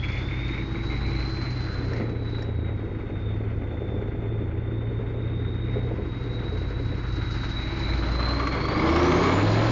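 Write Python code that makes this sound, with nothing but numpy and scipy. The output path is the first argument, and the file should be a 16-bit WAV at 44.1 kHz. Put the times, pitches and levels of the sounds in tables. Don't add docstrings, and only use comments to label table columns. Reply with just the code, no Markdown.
import sys
import numpy as np
from scipy import signal
from scipy.io import wavfile
from scipy.ndimage import uniform_filter1d

SR = 44100
rng = np.random.default_rng(int(sys.argv[2]) if len(sys.argv) > 2 else 0)


def pcm_store(signal):
    levels = np.round(np.clip(np.atleast_2d(signal), -1, 1) * 32767)
    wavfile.write(sys.argv[1], SR, levels.astype(np.int16).T)


N = 428211
TIME = np.arange(N) / SR

CYLINDER_STRENGTHS = [(1.4, 0.91, 1.06), (1.4, 0.63, 0.74), (1.2, 1.2, 0.32), (1.9, 0.92, 1.1),
                      (1.17, 0.74, 0.81), (1.62, 0.87, 0.18), (1.7, 0.22, 1.1), (1.33, 1.22, 0.72)]
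BLOW_STRENGTHS, KNOCK_STRENGTHS, RATTLE_STRENGTHS = np.transpose(CYLINDER_STRENGTHS)


def gain_of(db):
    return np.exp(np.asarray(db) * np.log(10) / 20)


def unit_rms(x):
    return x / np.sqrt(np.mean(x ** 2) + 1e-20)


def levelled(x):
    return x / np.sqrt(abs(uniform_filter1d(x ** 2, size=12000)) + 1e-12)


def lookup(rows, control):
    key, *columns = np.transpose(rows)
    return [np.interp(control, key, column) for column in columns]


def coloured(x, spectrum, size=8192):
    f, db = np.transpose(spectrum)
    hz = abs(np.fft.fftfreq(size, 1 / SR))
    log_gain = np.log(gain_of(np.interp(np.log(hz + 1), np.log(f), db)))
    taps = np.fft.ifft(np.exp(signal.hilbert(log_gain).conj())).real[:size // 2]
    return unit_rms(signal.oaconvolve(x, taps)[:N])


def drift(rate_hz):
    knots = rng.standard_normal(N // 20)
    return unit_rms(np.interp(TIME * rate_hz * 2, np.arange(len(knots)), knots))


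def blend(a, b, share):
    share = np.clip(share, 0, 1)
    return np.sqrt(1 - share) * a + np.sqrt(share) * b


def firings(cycles, strengths, decay_s, lag, steady, fresh, scatter_db=4.0):
    number = np.floor(cycles * len(strengths) - lag).astype(int)
    starts = np.flatnonzero(np.diff(number)) + 1
    sizes = gain_of(scatter_db * np.sqrt(3) * rng.uniform(-0.75, 1, N)[:len(starts)])
    t = np.arange(2048) / SR
    fade = np.exp(-t / decay_s) * (1 - np.exp(-t / 0.0031))
    rings, power = np.zeros(N), np.zeros(N)
    for cylinder, strength in enumerate(strengths):
        kicks = np.zeros(N)
        kicks[starts] = strength * sizes * (number[starts] % len(strengths) == cylinder)
        rings += signal.oaconvolve(kicks, unit_rms(fade * rng.standard_normal(len(t))))[:N]
        power += kicks ** 2
    power = abs(signal.oaconvolve(power, fade ** 2)[:N])
    puffs = np.sqrt(power / power.mean() + steady) * rng.standard_normal(N)
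    return blend(unit_rms(rings), unit_rms(puffs), fresh) / np.sqrt(np.gradient(cycles))


def struck(blows, modes, rise_s, grit):
    out, t = np.zeros(N), np.arange(SR // 5) / SR
    for start, db in blows:
        ring = np.zeros(len(t))
        for hz, mode_db, t60 in modes:
            noise = signal.lfilter(*signal.iirpeak(hz, 5, fs=SR), rng.standard_normal(len(t)))
            tone = np.sqrt(2) * np.sin(2 * np.pi * (hz * t + rng.random()))
            ring += gain_of(mode_db - 60 * t / t60) * blend(tone, unit_rms(noise), grit)
        ring *= 1 - np.exp(-t / rise_s)
        out[round(start * SR):][:len(t)] += gain_of(db) * ring / abs(ring).max()
    return out


def tyres():
    # f/Hz, level/dB
    spectrum = [(12, -8.5), (24, 3.5), (40, -7.5), (60, 5.5), (110, 8), (170, -12), (300, -21), (1000, -64)]
    return gain_of(-39.0 + 2 * drift(2.4)) * coloured(rng.standard_normal(N), spectrum)


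def floor_thumps():
    # t/s, peak before muffling/dB
    bumps = [(1.995, -21.5), (2.02, -23.5), (2.08, -24), (3.9, -32), (3.962, -21.5), (4.296, -28),
             (4.345, -24), (4.405, -25), (4.992, -24), (5.18, -25), (5.754, -22), (5.766, -22),
             (5.91, -23.5), (5.985, -24), (6.923, -28)]
    # f/Hz, level/dB, t60/s
    modes = [(206.3, -0.5, 0.13), (328.6, -2, .1), (412, 0.5, 0.099), (491.4, -1.5, 0.086), (696, -17, .07),
             (860, -19.5, 0.069)]
    thumps = struck(bumps, modes, rise_s=0.0017, grit=0.3)
    return signal.sosfilt(signal.butter(2, 1000, fs=SR, output="sos"), thumps)


def trim_clicks():
    # t/s, peak/dB
    clicks = [(1.933, -29.5), (2.096, -42), (2.42, -39), (2.423, -34), (2.428, -39), (2.443, -49)]
    # f/Hz, level/dB, t60/s
    modes = [(1790, 2, 0.031), (2010, -2, .025), (3350, -14, .02), (4680, -7, .018), (5450, -7.5, 0.037),
             (6900, -19, 0.022)]
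    return struck(clicks, modes, rise_s=0.00042, grit=0.25)


def metal_rattles(cycles, rise_s=0.006, fall_s=0.024, q=5.7):
    # t/s, length/s, level/dB, f/Hz
    spells = [(0.024, 0.02, -35, 2220), (0.082, 0.13, -40, 2190), (0.283, 0.33, -41, 2190),
              (0.748, 0.072, -45.5, 2200), (0.897, 0.075, -41.5, 2170), (1.033, 0.2, -45.5, 2240),
              (1.35, 0.18, -49, 2250), (1.668, 0.082, -43, 1500), (1.875, 0.096, -48, 1450),
              (1.94, 0.092, -44.5, 2020), (5.652, 0.15, -49.5, 2100), (7.052, 0.4, -48, 1380),
              (7.557, 0.41, -45, 2210), (8.01, 0.13, -45, 1270)]
    ticks = firings(cycles, RATTLE_STRENGTHS, 0.009, lag=0.131, steady=0.7, fresh=0.75, scatter_db=2.5)
    out = np.zeros(N)
    for start, length, db, hz in spells:
        t = np.arange(0, length + 5 * fall_s, 1 / SR)
        envelope = np.minimum(t / rise_s, 1) * np.exp(-np.maximum(t - length, 0) / fall_s)
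        span = slice(round(start * SR), round(start * SR) + len(t))
        resonance = signal.iirpeak(hz, q, fs=SR)
        ring = signal.lfilter(*resonance, signal.lfilter(*resonance, ticks[span]))
        out[span] += gain_of(db) * envelope * unit_rms(ring)
    return out


def intake_whine(hz=4340, half_width_hz=87, db=-80.5, flutter_db=2.5):
    wander = drift(half_width_hz) + 1j * drift(half_width_hz)
    whine = (wander * np.exp(2j * np.pi * hz * TIME)).real
    return gain_of(db + flutter_db * np.tanh(drift(14))) * whine


def intake_hiss(cycles, hiss_db, pipe_db):
    # f/Hz, level/dB
    hiss_spectrum = [(1500, -24.5), (2800, 5.5), (3500, -8.5), (3880, 8), (3995, -5.5), (4110, 12),
                     (4500, 8), (5000, 4.5), (5500, 0), (6000, -3), (6700, -3.5), (7300, -15)]
    # f/Hz, level/dB
    pipe_spectrum = [(2800, -43), (3280, -12), (3650, -28), (3880, -4.5), (4020, 2), (4150, 0),
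                     (4400, -37.5), (5500, -53)]
    gulps = firings(cycles, KNOCK_STRENGTHS, 0.023, lag=0.14, steady=0.31, fresh=1.0)
    hiss = gain_of(hiss_db) * coloured(gulps, hiss_spectrum)
    return hiss + gain_of(pipe_db) * coloured(rng.standard_normal(N), pipe_spectrum)


def turbo(cycles, jitter_hz=9, skirt_hz=70, halo_hz=260, throb=0.17, wobble=0.27, flutter_db=0.67):
    # t/s, f/Hz
    pitch = [(0, 3345), (.5, 3705), (.88, 3900), (1.25, 4065), (1.85, 4045), (2.1, 3935), (2.34, 3915),
             (3, 3700), (3.5, 3590), (4.2, 3555), (5.5, 3710), (6.35, 3838), (6.8, 3888), (7.62, 3890),
             (8, 3975), (8.4, 4125), (8.6, 4310), (8.76, 4600), (8.98, 5450), (9.1, 6150), (9.33, 6950)]
    # t/s, level/dB
    swells = [(0, -44.5), (.25, -45.5), (.38, -46.5), (.52, -43), (.72, -50.5), (.9, -43.5), (1.05, -40.5),
              (1.25, -41), (1.8, -44.5), (1.97, -50), (2.18, -53.5), (2.34, -43.5), (2.55, -57),
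              (2.65, -51), (2.78, -60.5), (3.07, -61), (3.17, -54.5), (3.32, -50.5), (3.47, -68.5),
              (3.68, -58), (3.92, -53), (4.05, -60.5), (4.35, -58), (4.55, -62.5), (4.82, -54), (5.05, -57),
              (5.45, -49), (5.85, -51), (5.95, -63), (6.15, -49), (6.48, -45.5), (6.65, -49), (7.05, -49),
              (7.62, -39), (7.74, -45), (7.88, -34), (7.98, -40.5), (8.15, -40), (8.29, -34), (8.42, -44.5),
              (8.75, -43)]
    # f/Hz, tone/dB, halo/dB
    bulkhead = [(4200, 0, -3.5), (4740, -6, -4), (5400, -26, -6.5), (6960, -23.5, -9), (7500, -32.5, -24)]
    # f/Hz, level/dB
    whistle_notch = [(3000, 1), (3930, 1.5), (3995, -6.5), (4050, 2), (5000, 3.5)]
    hz = lookup(pitch, TIME)[0]
    tone_db, halo_db = lookup(bulkhead, hz)
    rise_hz_per_s = uniform_filter1d(np.gradient(hz) * SR, size=12000)
    spooling = np.tanh(np.maximum(rise_hz_per_s, 0) / 340)
    breathy = 0.16 + 0.3 * spooling ** 2
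    beat = 2 * np.pi * 5 * cycles
    carrier = np.exp(2j * np.pi * np.cumsum(hz + jitter_hz * drift(60)) / SR)
    carrier *= np.exp(-1j * wobble * (np.sin(beat) + 0.55 * np.sin(2 * beat)))
    skirt = (drift(skirt_hz) + 1j * drift(skirt_hz * 2.3)) / np.sqrt(2)
    tone = gain_of(tone_db) * blend(0.99, skirt, breathy)
    halo = gain_of(halo_db) * (drift(halo_hz) + 1j * drift(halo_hz * 0.69)) * np.sqrt(breathy)
    level = gain_of(lookup(swells, TIME)[0] + flutter_db * drift(9.2))
    whistle = level * (carrier * (tone + halo)).real * (1 + throb * np.cos(beat))
    return whistle.std() * coloured(whistle, whistle_notch)


def hard_knocks():
    # t/s, peak/dB
    knocks = [(8.334, -24), (8.397, -21), (8.471, -18), (8.55, -21.5), (8.653, -20), (8.684, -19),
              (8.961, -11.5)]
    # f/Hz, level/dB, t60/s
    modes = [(1140, 9.5, 0.046), (1350, 3, 0.042), (2080, 2, 0.03), (2250, -3, .04), (2700, -20, 0.018),
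             (3300, -8, 0.036), (5270, -22, 0.03), (6200, -28, .015)]
    return struck(knocks, modes, rise_s=0.00081, grit=0.12)


def panel_and_injectors(cycles, panel_db, injector_db):
    # f/Hz, level/dB
    panel_spectrum = [(600, -43), (980, -10.5), (1110, 6), (1165, 7.5), (1260, 1.5), (1380, -11),
                      (2200, -48.5)]
    # f/Hz, level/dB
    injector_spectrum = [(1500, -36.5), (1950, -7.5), (2100, 5), (2270, 6.5), (2360, -7.5), (2480, -12),
                         (2950, -30.5), (3300, -3), (3650, -29), (5000, -59)]
    blows = firings(cycles, RATTLE_STRENGTHS, 0.0063, lag=0.1946, steady=0.04, fresh=0.3, scatter_db=3.5)
    panel = gain_of(panel_db) * levelled(coloured(blows, panel_spectrum))
    return panel + gain_of(injector_db) * levelled(coloured(blows, injector_spectrum))


def clatter(cycles, load, db):
    # f/Hz, level/dB
    cruise_spectrum = [(350, -13), (600, -4), (820, 4.5), (1050, 4.5), (1270, 6), (1480, 8), (1720, 1.5),
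                       (2040, 7), (2400, 0.5), (3000, -9), (3700, -9), (4400, -36.5), (5200, -50),
                       (7300, -45)]
    # f/Hz, level/dB
    pull_spectrum = [(350, -10.5), (600, 11), (760, 4), (860, 3.5), (1020, 6), (1170, -7.5), (1300, 5),
                     (1420, -2.5), (1750, 0), (1950, -6), (2700, -10), (3300, -10.5), (3700, -9.5),
                     (4100, -31.5), (5000, -33.5), (7300, -42)]
    knocks = firings(cycles, KNOCK_STRENGTHS, 0.022, lag=0.05, steady=1.0, fresh=0.61)
    pulling = load ** 1.43
    mix = (1 - pulling) * coloured(knocks, cruise_spectrum) + pulling * coloured(knocks, pull_spectrum)
    return gain_of(db) * levelled(mix)


def cab_boom(cycles, boom_db, lumps_db=1.0):
    # f/Hz, level/dB
    boom_spectrum = [(100, -10), (150, 4), (185, -4.5), (215, -7.5), (275, 2.5), (305, -2), (332, 7),
                     (355, -4.5), (395, -3), (480, -19), (700, -31.5), (2000, -70.5)]
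    # f/Hz, level/dB
    roar_spectrum = [(130, -20), (178, 1), (215, -4.5), (260, -1), (305, -11), (335, -7), (355, -12.5),
                     (378, -1), (400, 4), (440, 0), (468, 2), (500, 3), (525, -7), (555, -5), (600, -12.5),
                     (690, -11.5), (900, -17.5), (2000, -54.5)]
    # t/s, level/dB
    roar_swells = [(0, -46.5), (1.5, -48.5), (2, -34.5), (2.2, -39.5), (3.5, -40.5), (3.95, -36),
                   (4.6, -40.5), (5, -38.5), (5.6, -42), (5.85, -37), (6.1, -42.5), (6.5, -37.5),
                   (7.6, -52), (8.6, -36), (9.15, -29), (9.7, -36.5)]
    blows = firings(cycles, BLOW_STRENGTHS, 0.0047, lag=-0.318, steady=0.044, fresh=0.94)
    shake = firings(cycles, BLOW_STRENGTHS, 0.0096, lag=-0.3046, steady=0.065, fresh=0.38, scatter_db=2.5)
    boom = levelled(coloured(blows, boom_spectrum))
    roar = levelled(gain_of(lumps_db * drift(14)) * coloured(shake, roar_spectrum))
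    return gain_of(boom_db) * boom + gain_of(lookup(roar_swells, TIME)[0]) * roar


def growl(cycles, cycle_hz, db, hop=100):
    # f/Hz, width/Hz, level/dB
    modes = [(281.7, 39, 4), (331, 63.4, 0), (468, 33, -11.5), (593, 13, -11.5), (763, 5.9, -7),
             (828, 35, -13), (910, 20, -17), (1022, 26, -12), (1093, 78, -15.5)]
    bank_steps = np.array([0, 3, 5, 6]) / 8
    out, crank = np.zeros(N), (cycles % 1).astype(np.float32)
    for order in range(26, 105):
        order_hz = order * cycle_hz[::hop]
        response = sum(gain_of(peak) / (1 + (2 * (order_hz - hz) / width) ** 2) ** 2
                       for hz, width, peak in modes)
        bank_pulse = abs(np.exp(-2j * np.pi * order * bank_steps).sum())
        amplitude = np.repeat(response, hop)[:N] * (bank_pulse + 1.5)
        out += amplitude * np.cos(2 * np.pi * (order * crank + rng.random()))
    return gain_of(db) * out


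def howl(cycles, cycle_hz, waver_db=3.0):
    # cycle rate/Hz, 21st order/dB, 22nd order/dB
    levels = [(11.5, -61.5, -54), (12.5, -47, -38.5), (13.4, -44, -34), (14.6, -34, -31.5),
              (16.1, -25.5, -29), (16.9, -32, -33), (18.4, -48, -34.5), (19.8, -58, -51)]
    return np.sqrt(2) * sum(gain_of(db + waver_db * drift(3.8)) * np.sin(2 * np.pi * order * cycles)
                            for order, db in zip((21, 22), lookup(levels, cycle_hz)))


def exhaust(cycles, cycle_hz, load, waver_db=2.5, smear_rad=0.02604, lope_rad=1.23):
    # multiple of the cycle rate, cruising/dB, pulling/dB
    orders = [(2, -54, -39.5), (3, -44, -39.5), (4, -52.5, -49.5), (6, -62.5, -39.5), (7, -50.5, -41.5),
              (8, -37, -38.5), (9, -57.5, -46), (10, -42, -35), (11, -32.5, -55.5), (12, -46.5, -52.5),
              (13, -56.5, -44.5), (14, -56, -43.5), (15, -64, -40.5), (16, -51.5, -43.5), (17, -55.5, -47),
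              (18, -49, -49.5), (19, -53, -55), (23, -57.5, -39.5), (24, -56, -45), (25, -54, -42)]
    # f/Hz, level/dB
    beat_response = [(48, -40), (54, -35), (58, -32), (64, -35), (76, -23.5), (87, -30.5), (94, -21.5),
                     (115, -24)]
    # f/Hz, half width/Hz, lift/dB
    drones = [(170.3, 7.5, 8.5), (276, 16, 12), (313, 16, 6.5)]
    pulling = np.minimum(load / 0.85, 1) ** 4.5
    levels = [(5, lookup(beat_response, 5 * cycle_hz)[0])]
    levels += [(round(order), cruise + (pull - cruise) * pulling) for order, cruise, pull in orders]
    out, crank = np.zeros(N), cycles % 1
    for order, db in levels:
        drone_db = sum(lift / (1 + ((order * cycle_hz - hz) / width) ** 2) for hz, width, lift in drones)
        amplitude = gain_of(db + pulling * drone_db + waver_db * drift(2.9))
        lag = smear_rad * order ** 2 + lope_rad * (order % 2 == 0)
        out += amplitude * np.sin(2 * np.pi * order * crank - lag)
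    return np.sqrt(2) * out


def scene():
    # t/s, four-stroke cycle rate/Hz
    revs = [(0, 10.96), (.75, 11.35), (1.25, 11.42), (1.75, 10.9), (2.5, 10.0), (3.25, 9.67), (3.75, 9.77),
            (5, 10.33), (6.75, 10.91), (7.5, 10.87), (7.75, 11.42), (8.15, 11.68), (8.4, 12.25),
            (8.55, 12.5), (8.65, 12.56), (8.78, 13.69), (8.9, 15.06), (9, 16), (9.1, 16.39), (9.2, 17.14),
            (9.3, 18.73), (9.42, 20.46), (9.55, 21.73), (9.7, 23.1)]
    # t/s, load/0-1
    effort = [(0, 0.44), (.7, 0.39), (1.35, 0.48), (2, 0.41), (2.17, 0.2), (2.37, 0.33), (2.55, 0.13),
              (3.2, 0.15), (4.6, 0.04), (6.05, 0.25), (6.4, 0.34), (6.95, 0.37), (7.4, 0.51), (7.8, 0.56),
              (8.3, 0.76), (8.62, 0.7), (8.95, 0.95), (9.25, 0.97), (9.7, 0.95)]
    # cycle rate/Hz, boom/dB, growl/dB, panel/dB, injector/dB
    by_speed = [(10, -39, -63.5, -74, -64), (11.17, -41, -58, -64.5, -66.5), (11.39, -36, -54, -60.5, -54),
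                (11.83, -38.5, -52, -36.5, -62), (12.46, -38, -53, -38.5, -41.5),
                (14.35, -33, -33, -33, -35.5), (18.3, -25.5, -34.5, -27, -33), (22.3, -29, -36, -51, -45.5)]
    # load/0-1, clatter/dB, hiss/dB, intake pipe/dB
    by_load = [(0, -50.5, -82.5, -93.5), (.27, -47.5, -65, -78.5), (.5, -41.5, -50.5, -69.5),
               (.75, -34.5, -50, -51.5), (1, -26, -40.5, -45)]
    cycle_hz, load = lookup(revs, TIME)[0], lookup(effort, TIME)[0]
    cycles = np.cumsum(cycle_hz) / SR
    boom_db, growl_db, panel_db, injector_db = lookup(by_speed, cycle_hz)
    clatter_db, hiss_db, pipe_db = lookup(by_load, load)
    low = exhaust(cycles, cycle_hz, load) + howl(cycles, cycle_hz)
    low += growl(cycles, cycle_hz, growl_db) + cab_boom(cycles, boom_db)
    metal = clatter(cycles, load, clatter_db) + panel_and_injectors(cycles, panel_db, injector_db)
    metal += metal_rattles(cycles)
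    air = turbo(cycles) + intake_hiss(cycles, hiss_db, pipe_db) + intake_whine()
    return (low + metal + air + tyres() + floor_thumps() + trim_clicks() + hard_knocks())[None]


def record(dry, ceiling=0.16, coupling_hz=14, band_limit_hz=7350):
    clipped = dry / (1 + (dry / ceiling) ** 12) ** (1 / 12)
    coupled = signal.lfilter(*signal.butter(1, coupling_hz, "highpass", fs=SR), clipped)
    lowpass = signal.firwin(511, band_limit_hz, window=("kaiser", 9), fs=SR)
    return signal.oaconvolve(coupled, lowpass[None], "same")


dry = scene()
out = record(dry)
pcm_store(out)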